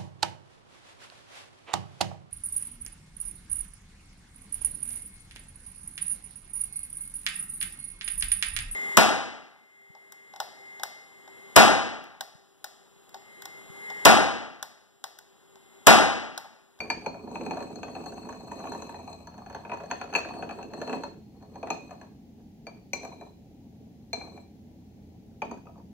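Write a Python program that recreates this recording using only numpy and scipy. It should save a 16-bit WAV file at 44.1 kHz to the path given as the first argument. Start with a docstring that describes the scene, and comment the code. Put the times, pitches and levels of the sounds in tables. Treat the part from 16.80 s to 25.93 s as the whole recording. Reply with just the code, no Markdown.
"""A hand stirs tea in a ceramic bowl with its lid: for 5.4 s the lid knocks and drags on the wall.
Then the hand only holds the lid, which lands now and then with short fading slides; near 8.87 s come
a few small drops or bubbles. Struck and rubbed modes ring the ware at pitches that shift with each
hold on the lid; filtered noise gives thud and rumble of saucer and table, clack of the hollow and scrape.
A quiet room answers with decaying noise, under steady coloured noise and two wavering hum tones."""
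import sys
import numpy as np
from scipy import signal
from scipy.fft import rfft, irfft, next_fast_len
from scipy.io import wavfile
from scipy.ndimage import uniform_filter1d, map_coordinates

SR = 44100
rng = np.random.default_rng(int(sys.argv[2]) if len(sys.argv) > 2 else 0)


def wav_record(signal):
    """Record a signal, one row per channel, as 16-bit PCM in the file named by sys.argv[1]."""
    frames = np.transpose(np.atleast_2d(signal))
    bounded = np.clip(frames, -1, 1)
    # unit amplitude maps onto the largest positive 16-bit level
    quanta = np.round(bounded * 32767).astype(np.int16)
    wavfile.write(sys.argv[1], SR, quanta)


N = 402622

# modes of the ware, one list each for the low, middle and high ring: [multiple of the ring's f,
# struck level/dB, dragged level/dB, t60/s, left-right level/dB, left lead/rad]
WARE_MODES = [
    [(1.0, -4.5, -10.5, 0.1, 12.5, 1.3), (1.02, 0.5, -2, 0.051, 1, 2.05),
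     (.95, -6.5, -12.5, 0.041, 8.5, 1.3)],
    [(1.0, -1.5, -2.5, 0.14, 12.5, 1.5), (.99, 6.5, -2, 0.008, -1, 2.1), (1.87, -4, -7, 0.024, 6.5, 2),
     (2.77, -10, -15, .012, 13, 2.4)],
    [(1.0, 9.5, -5, 0.031, 6, 4.45), (1.75, -22.5, -23, 0.05, 7, .2)],
]
HIGH_MULTIPLE = 1.5  # modes above this multiple are struck as high rings
DETUNE_SHARE, FLUTTER_DB = 0.006, 2.5  # standard deviations at the knots of the random curves


def ware(force, hits, hold, rubbing_db):
    """Modal synthesis: hits and rubbing feed damped modes, which two ports hear out of step."""
    when, thud_db, _, _, *rings_db = hits
    rub = amp(rubbing_db) * unit(force + 1.26 * rng.standard_normal(N))  # the glaze adds an even hiss
    out = np.zeros((2, N))
    onset_pole = decay_pole(0.0051)  # a contact lasts a moment
    for modes, ring_hz, ring_db in zip(WARE_MODES, hold, rings_db):
        # the touching wall detunes the ring unevenly and mutes it by turns
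        wavering_hz = ring_hz * (1 + DETUNE_SHARE * wobble(90))
        phase = 2 * np.pi * np.cumsum(wavering_hz) / SR
        flutter = amp(FLUTTER_DB * wobble(70))
        for multiple, hit_db, drag_db, t60, pan_db, lead in modes:
            struck_db = rings_db[-1] if multiple > HIGH_MULTIPLE else ring_db
            strike = blows(when, thud_db + hit_db + struck_db)
            # a ring sums the rubbing over its life
            rubbed = amp(drag_db) * np.sqrt(4 * np.log(1000) / (t60 * SR)) * rub
            # damping acts in a frame that turns with the moving pitch
            turn = np.exp(1j * multiple * phase)
            poles = np.poly([onset_pole, decay_pole(t60)])
            envelope = signal.lfilter([1 - onset_pole], poles, (strike + rubbed) * turn.conj())
            ring = flutter * turn * envelope
            out[0] += (amp(pan_db / 2) * np.exp(0.5j * lead) * ring).imag
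            out[1] += (amp(-pan_db / 2) * np.exp(-0.5j * lead) * ring).imag
    return out


# each new hold on the lid shifts its rings and the hollow under it: [start t/s, low ring f/Hz,
# middle ring f/Hz, high ring f/Hz, clack against the thud level/dB, rubbed ring level/dB,
# struck high rings against the middle level/dB]
LID_HOLDS = [(0, 2381, 4520, 6230, -11.5, 0, -9), (0.257, 2415, 4283, 6230, -23.5, -2, -7),
             (0.479, 2496, 4246, 6340, -18.5, 1.5, -7), (1.0, 2567, 4292, 6350, -16, 1, -5),
             (1.45, 2520, 4232, 6330, -17.5, 2, 2.5), (1.8, 2547, 4172, 6290, -17, 2, -4.5),
             (2.15, 2495, 4172, 6310, -28, 2, -7.5), (2.45, 2514, 4307, 6200, -14.5, -7.5, -0.5),
             (3.09, 2530, 4325, 6320, -10.5, -1, -6.5), (3.32, 2543, 4350, 6340, -11.5, -7, -5),
             (3.75, 2586, 4252, 6260, -16, -0.5, -5), (4.4, 2450, 4290, 6200, -21, 1, -9),
             (4.86, 2505, 4214, 6250, -13.5, -3.5, -2.5), (5.6, 2360, 4550, 6230, -17.5, -4.5, -9),
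             (6.11, 2358, 4185, 6040, -21, -0.5, 3), (6.3, 2385, 4030, 6150, -28, 2, -4),
             (7.2, 2350, 4150, 6110, -20.5, 3, -9.5), (8.4, 2395, 4560, 6400, -14.5, -14, 2.5),
             (8.8, 2530, 4620, 6200, -28, -7, -3)]


def holds():
    """Boundary conditions set the modes: each column is steady within a hold, with 20 ms shifts."""
    start, *columns = np.transpose(LID_HOLDS)
    which = np.searchsorted(start, np.arange(N) / SR, "right") - 1
    steps = np.array(columns)[:, np.maximum(which, 0)]
    return uniform_filter1d(steps, int(0.02 * SR), axis=1, mode="nearest")


# knocks of the lid, and near 8.87 s a few small drops or bubbles: [t/s, thud level/dB, thud f/Hz,
# then against the thud: low ring level/dB, upper rings level/dB]
KNOCKS_AND_DROPS = [(0.004, -28, 723, 0, -14), (0.101, -17, 923, -7.5, -14), (0.262, -18, 888, -14.5, -23),
                    (0.474, -32.5, 906, -31, -37), (0.556, -23.5, 910, -12.5, -32),
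                    (0.611, -26.5, 865, -16, -27), (0.663, -27, 892, -11.5, -26),
                    (0.709, -18, 845, -19, -28), (0.77, -23.5, 648, -28, -27), (0.804, -27, 875, -22, -24),
                    (0.825, -28, 754, -18, -25), (0.957, -35.5, 725, -23, -12), (1.031, -23, 718, -16, -26),
                    (1.081, -30, 780, -29, -32), (1.151, -30, 786, -14.5, -23.5),
                    (1.259, -36, 780, -25, -11.5), (1.489, -27, 949, -47, -33),
                    (1.716, -25.5, 928, -22.5, -39), (1.801, -33, 1150, -31, -37),
                    (1.871, -27, 1137, -18.5, -40), (1.919, -27, 917, -28, -23),
                    (1.948, -29.5, 940, -33, -23), (2.021, -30, 1000, -19, -17.5),
                    (2.276, -28, 797, -22, -26.5), (2.329, -32.5, 742, -20, -18),
                    (2.471, -36.5, 940, -33, -19), (2.698, -36, 926, -29.5, -24),
                    (2.747, -24.5, 864, -28, -31), (2.85, -29.5, 925, -20, -45),
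                    (2.896, -26, 690, -17, -44), (2.917, -22, 980, -11.5, -43),
                    (2.938, -32.5, 710, -22, -25), (3.035, -31.5, 590, -31, -32),
                    (3.103, -31, 800, -20, -30), (3.112, -18.5, 1010, -12.5, -22),
                    (3.213, -23, 728, -16.5, -27), (3.239, -36, 695, -16, -20), (3.327, -28, 783, -17, -32),
                    (3.337, -24, 966, -11, -19), (3.351, -18, 920, -1.5, -16),
                    (3.359, -23, 684, -2.5, -9.5), (3.386, -26, 685, -9, -16.5),
                    (3.488, -31.5, 746, -11.5, -24), (3.624, -25.5, 752, -16.5, -31),
                    (3.691, -27, 810, -10, -30), (3.709, -28.5, 707, -11, -23),
                    (3.828, -34, 755, -10.5, -19.5), (3.935, -27.5, 676, -23, -23),
                    (4.015, -22, 450, -23, -26), (4.075, -24, 445, -20, -26), (4.095, -25, 425, -21, -25),
                    (4.128, -23, 434, -12, -23.5), (4.235, -21.5, 894, -24, -26),
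                    (4.624, -38.5, 770, -39, -26), (4.756, -30.5, 785, -29, -27.5),
                    (4.829, -22, 676, -22, -35), (4.871, -27.5, 716, -19, -33),
                    (4.903, -19.5, 890, -9.5, -18), (5.108, -34, 710, -19.5, -24),
                    (5.213, -36, 665, -23, -30), (5.868, -29, 678, -10, -21), (6.133, -23, 567, -3, -13.5),
                    (6.232, -30, 675, -17, -27), (6.249, -28, 688, -19, -26), (6.325, -45, 1085, -10, -27),
                    (6.411, -29, 690, -21.5, -35), (7.331, -23, 670, -6, -8.5),
                    (7.411, -32.5, 775, -11, -41), (7.575, -38, 693, -14.5, -28),
                    (8.619, -19, 874, -12, -40), (8.712, -29.5, 954, -28, -28.5),
                    (8.855, -40, 778, -24, -34), (8.869, -38, 1250, -22, -44), (8.886, -46, 795, -32, -40),
                    (8.956, -48, 1166, -36, -40), (8.978, -42.5, 860, -36, -36),
                    (8.998, -45.5, 950, -40, -39)]
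# small random catches of the dragged lid, spread evenly over the whole time
TICKS, TICK_HZ = 200, 807  # number, mean pitch
TICK_OVER_SCRAPE_DB, TICK_SPREAD_DB = 8.5, 3  # thud of the weakest catches; dB per e-fold of rarity
TICK_LOW_DB, TICK_UPPER_DB = -24, -30.5  # mean ring levels against the thud


def small_events(scrape_db, hold):
    """Impulsive excitation by knocks, drops and catches: t/s, thud/dB, f/Hz, clack and three rings/dB."""
    when, size, pitch, low, upper = rng.random((TICKS, 5)).T
    s = when * (N - 1) / SR
    local_db = scrape_db[(s * SR).astype(int)]
    thud_db = local_db + TICK_OVER_SCRAPE_DB - TICK_SPREAD_DB * np.log(size + 0.0091)
    hz = TICK_HZ * (0.75 + 0.5 * pitch)
    ticks = [s, thud_db, hz, TICK_LOW_DB + 10 * (low - 0.5), TICK_UPPER_DB + 10 * (upper - 0.5)]
    s, thud_db, hz, low_db, upper_db = np.hstack([np.transpose(KNOCKS_AND_DROPS), ticks])
    at = (s * SR).astype(int)
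    _, _, _, clack_db, _, high_db = hold
    return s, thud_db, hz, clack_db[at], low_db, upper_db, upper_db + high_db[at]


def thuds(hits):
    """Impulse response: a decaying hollow note, a table rattle, a clack and a crack for each hit."""
    when, thud_db, pitch, clack_db, _, _, high_db = hits
    note = np.zeros(N + SR)
    t = np.arange(SR // 8) / SR
    for s, db, hz in zip(when, thud_db, pitch):
        envelope = amp(db - 5.5 - 60 * t / 0.055) * (1 - np.exp(-t / 0.0011))
        note[int(s * SR):][:len(t)] += envelope * np.sin(2 * np.pi * hz * t)
    rattle_force = build_up(fading(blows(when, thud_db + 6.5), 0.079)) * rng.standard_normal(N)
    rattle = filtered(rattle_force, table)
    clack_force = build_up(fading(blows(when, thud_db + clack_db + 16.5), 0.029)) * rng.standard_normal(N)
    clack = filtered(clack_force, hollow)
    short_burst = fading(blows(when, thud_db + high_db + 5.5), 0.03)
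    long_burst = fading(blows(when, thud_db + high_db - 14), 0.22)
    crack = filtered((short_burst + long_burst) * rng.standard_normal(N), contact_noise)
    return note[:N] + rattle + clack + crack


def build_up(x):
    """First-order lag: a hit approaches its full force by 60 dB in 4.1 ms."""
    return fading(x, 0.0041) * (1 - decay_pole(0.0041))


# resonances of the hollow of the bowl under the lid: [f/Hz, width f/Hz, level/dB]
HOLLOW_MODES = [(1174, 730, -3.5), (1582, 657, -0.5), (2870, 2700, -17.5)]


def hollow(hz):
    """Cavity resonance: broad, twice-filtered bands of the air between lid and bowl."""
    return sum((-1) ** k * amp(db) * resonance(hz, centre, width) ** 2
               for k, (centre, width, db) in enumerate(HOLLOW_MODES))


# resonances of saucer and table top: [f/Hz, width f/Hz, level/dB]
TABLE_MODES = [(168.3, 20, -5), (241.3, 35.8, -1), (321, 55, -3.5), (425, 69, -2), (563, 38.4, 0.5),
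               (653, 59.5, 2.5), (742, 74.7, 4.5), (947, 118, -2), (1152, 115, -7.5), (1380, 150, -38.5),
               (1753, 44, -25)]


def table(hz):
    """Modal superposition: resonances of saucer and table top added with alternating sign."""
    return sum((-1) ** k * amp(db) * resonance(hz, centre, width)
               for k, (centre, width, db) in enumerate(TABLE_MODES))


# spectrum of the contact noise: [f/Hz, level/dB]
CONTACT_SPECTRUM = [(1800, -32), (2500, -6), (3500, -11.5), (7500, 3), (8400, -50), (10400, -41),
                    (11500, -8), (16000, -27.5)]


def contact_noise(hz):
    """Spectral shaping: the gain of the contact noise at each frequency."""
    return amp(along(CONTACT_SPECTRUM, hz))


def drag(force, rumble_db, scrape_db, ring_db):
    """Stick-slip friction: the lid slips along the wall; the heavy push rumbles in the table."""
    push = grit(rate=60, spread_db=2, smooth=1.9)
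    rumble = unit(filtered(push, lambda hz: table(hz) / (1 + (hz / 480) ** 6)))  # low-pass
    # table and hollow together, high-passed
    grind = unit(filtered(force, lambda hz: (table(hz) + amp(-25.5) * hollow(hz)) / (1 + (520 / (hz + 1)) ** 6)))
    hiss = unit(filtered(force, contact_noise))
    return amp(rumble_db - 1.6) * rumble + amp(scrape_db - 4.0) * grind + amp(ring_db - 11.5) * hiss


def grit(rate, spread_db, smooth):
    """Shot noise: contact force of rms 1 from uneven slips, rate a second, over a smooth share."""
    sizes = amp(spread_db * np.minimum(rng.exponential(size=N), 3))
    slips = (rng.random(N) < rate / SR) * sizes
    return unit((unit(fading(slips, 0.013)) + smooth) * rng.standard_normal(N))


def rub_db(scrape_db, hold):
    """Friction drive: the rubbing of the rings follows the scrape and the hold."""
    return scrape_db - 15.5 + hold[4]


# the lid dragged round while stirring: [t/s, rumble of the push level/dB, scrape level/dB]
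STIRRING = [(0, -42.5, -50), (.4, -46.5, -53), (.65, -36.5, -46), (1.0, -44, -51.5), (1.22, -43, -46),
            (1.6, -47, -50.5), (1.9, -41.5, -43.5), (2.15, -49, -49.5), (2.5, -62, -54.5), (2.95, -53, -46),
            (3.3, -46.5, -51), (3.55, -42.5, -41.5), (3.9, -47.5, -54), (4.13, -38, -42.5),
            (4.3, -47.5, -59.5), (4.45, -60.5, -77), (4.7, -54, -63), (4.93, -44, -52),
            (5.15, -56.5, -55.5), (5.4, -60.5, -73)]
# short slides of the lid after it lands: [start t/s, length t/s, rumble level/dB, scrape level/dB]
LANDING_SLIDES = [(5.87, 0.094, -59, -62), (6.135, 0.32, -49, -52.5), (7.34, 0.24, -48, -52.5),
                  (8.617, .12, -43.5, -50.5), (8.845, 0.15, -62, -64)]
SLIDE_RISE_S, SLIDE_FALL_S, SLIDE_FADE_DB_PER_S = 0.019, 0.083, 19.5
REST_RUMBLE_DB, REST_SCRAPE_DB = -60, -80  # while the hand only holds the lid


def dragging():
    """Power addition, rumble and scrape in dB: stirring, then rest with short fading slides."""
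    t = np.arange(N) / SR
    rest_db = np.array([[REST_RUMBLE_DB], [REST_SCRAPE_DB]])
    power = amp(np.where(t < STIRRING[-1][0], curves(STIRRING), rest_db)) ** 2
    for s, length, *db in LANDING_SLIDES:
        shape = np.interp(t - s, [0, SLIDE_RISE_S, length, length + SLIDE_FALL_S], [0, 1, 1, 0])
        fade_db = SLIDE_FADE_DB_PER_S * np.clip(t - s, 0, 1)
        power += (shape * amp(np.c_[db] - fade_db)) ** 2
    return 10 * np.log10(power)


# decay of the room: [f/Hz, t60/s]
ROOM_DECAY = [(200, 0.24), (1000, 0.26), (4000, 0.53), (12000, 0.16)]


def room(x):
    """Reverberation as decaying noise: each frequency of the answer dies at its own speed."""
    hz, t, z = signal.stft(rng.standard_normal((2, SR // 2)), SR, nperseg=256)
    decay = amp(-60 * t / along(ROOM_DECAY, hz)[:, None])
    tail = signal.istft(z * decay, SR, nperseg=256)[1]
    tail = tail / np.linalg.norm(tail, axis=1, keepdims=True)
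    return signal.fftconvolve(x[None], tail, axes=1)[:, :N]


# relative spectrum of room and microphone noise: [f/Hz, level per Hz/dB]
HUSH_SPECTRUM = [(25, -46), (40, -8.5), (60, -5), (125, -5), (220, 2), (330, -9), (500, -31), (800, -17),
                 (1050, -40.5), (1400, -39.5), (2000, -34.5), (6800, -38.5), (7800, -47.5), (16000, -42)]
# likeness of left and right: [f/Hz, correlation]
PORT_LIKENESS = [(30, .99), (60, 0.79), (180, 1), (550, 0.59), (1650, -0.067), (4970, -0.2), (15000, 0.086)]
# appliances: [f/Hz, mean rms level/dB]
HUM_TONES = [(85, -62), (120, -65.5)]


def hush():
    """Partly coherent noise: steady, alike at both ports in the bass, with a wavering hum."""
    def mid_side_gains(hz):
        turn = np.arccos(np.clip(along(PORT_LIKENESS, hz), -1, 1)) / 2
        return amp(along(HUSH_SPECTRUM, hz)) * [np.cos(turn), np.sin(turn)]

    mid, side = filtered(rng.standard_normal((2, N)), mid_side_gains)
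    noise = amp(-51.5) * unit(np.array([mid + side, mid - side])) * amp([[0.3], [-0.3]])
    t = np.arange(N) / SR
    hum = np.zeros(N)
    for hz, db in HUM_TONES:
        level = np.sqrt(2) * amp(db + 2.9 * wobble(2.99))
        hum += level * np.sin(2 * np.pi * hz * t + 0.33 * wobble(2.18))
    return noise + hum


def amp(db):
    """Level law: 20 dB is a factor of ten in amplitude."""
    return 10 ** (np.asarray(db) / 20)


def unit(x):
    """Normalisation to an rms of 1."""
    return x / np.sqrt(np.mean(x ** 2) + 1e-20)


def along(points, hz):
    """Interpolation of (f/Hz, value) points on a log axis."""
    f, v = np.transpose(points)
    return np.interp(np.log(hz + 1), np.log(f + 1), v)


def curves(rows):
    """Linear interpolation in time: one value per sample for each column after the time."""
    s, *columns = np.transpose(rows)
    return [np.interp(np.arange(N) / SR, s, c) for c in columns]


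def wobble(rate):
    """Band-limited fluctuation: a smooth random curve through rate knots a second."""
    knots = rng.standard_normal(int(N * rate / SR) + 4)
    return map_coordinates(knots, [np.arange(N) * rate / SR])


def filtered(x, response):
    """Convolution theorem: the spectrum of x times a response of frequency."""
    m = next_fast_len(N + SR // 2)
    return irfft(rfft(x, m) * response(np.fft.rfftfreq(m, 1 / SR)), m)[..., :N]


def resonance(hz, centre, width):
    """Damped oscillator: band-pass response with gain 1 at its centre."""
    return 1j * hz * width / (centre * centre - hz * hz + 1j * hz * width)


def blows(s, db):
    """Impulsive excitation: one impulse for each hit."""
    return np.bincount((s * SR).astype(int), amp(db), N)


def decay_pole(t60):
    """Exponential decay: the factor per sample that loses 60 dB in t60 seconds."""
    return amp(-60 / (t60 * SR))


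def fading(x, t60):
    """Exponential decay: every impulse dies away by 60 dB in t60 seconds."""
    return signal.lfilter([1], [1, -decay_pole(t60)], x)


def scene():
    """Superposition: rings, body sounds at two ports, their reverberation and the room noise."""
    force = grit(rate=130, spread_db=2.0, smooth=0.73)
    hold = holds()
    rumble_db, scrape_db = dragging()
    hits = small_events(scrape_db, hold)
    ring_db = rub_db(scrape_db, hold)
    rings = ware(force, hits, hold, ring_db)
    body = thuds(hits) + drag(force, rumble_db, scrape_db, ring_db)
    # the left port lags a little
    ports = filtered(body, lambda hz: np.exp(1j * hz / 3500 * np.array([[-1], [1]])))
    direct = rings + ports * amp([[0.6], [-0.6]])
    return direct + amp(-4) * room(body) + amp(-11) * room(rings[0]) + hush()


def record(dry):
    """Band limitation: nothing is kept from 15.8 kHz up."""
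    return filtered(dry, lambda hz: hz < 15800)


dry = scene()
out = record(dry)
wav_record(out)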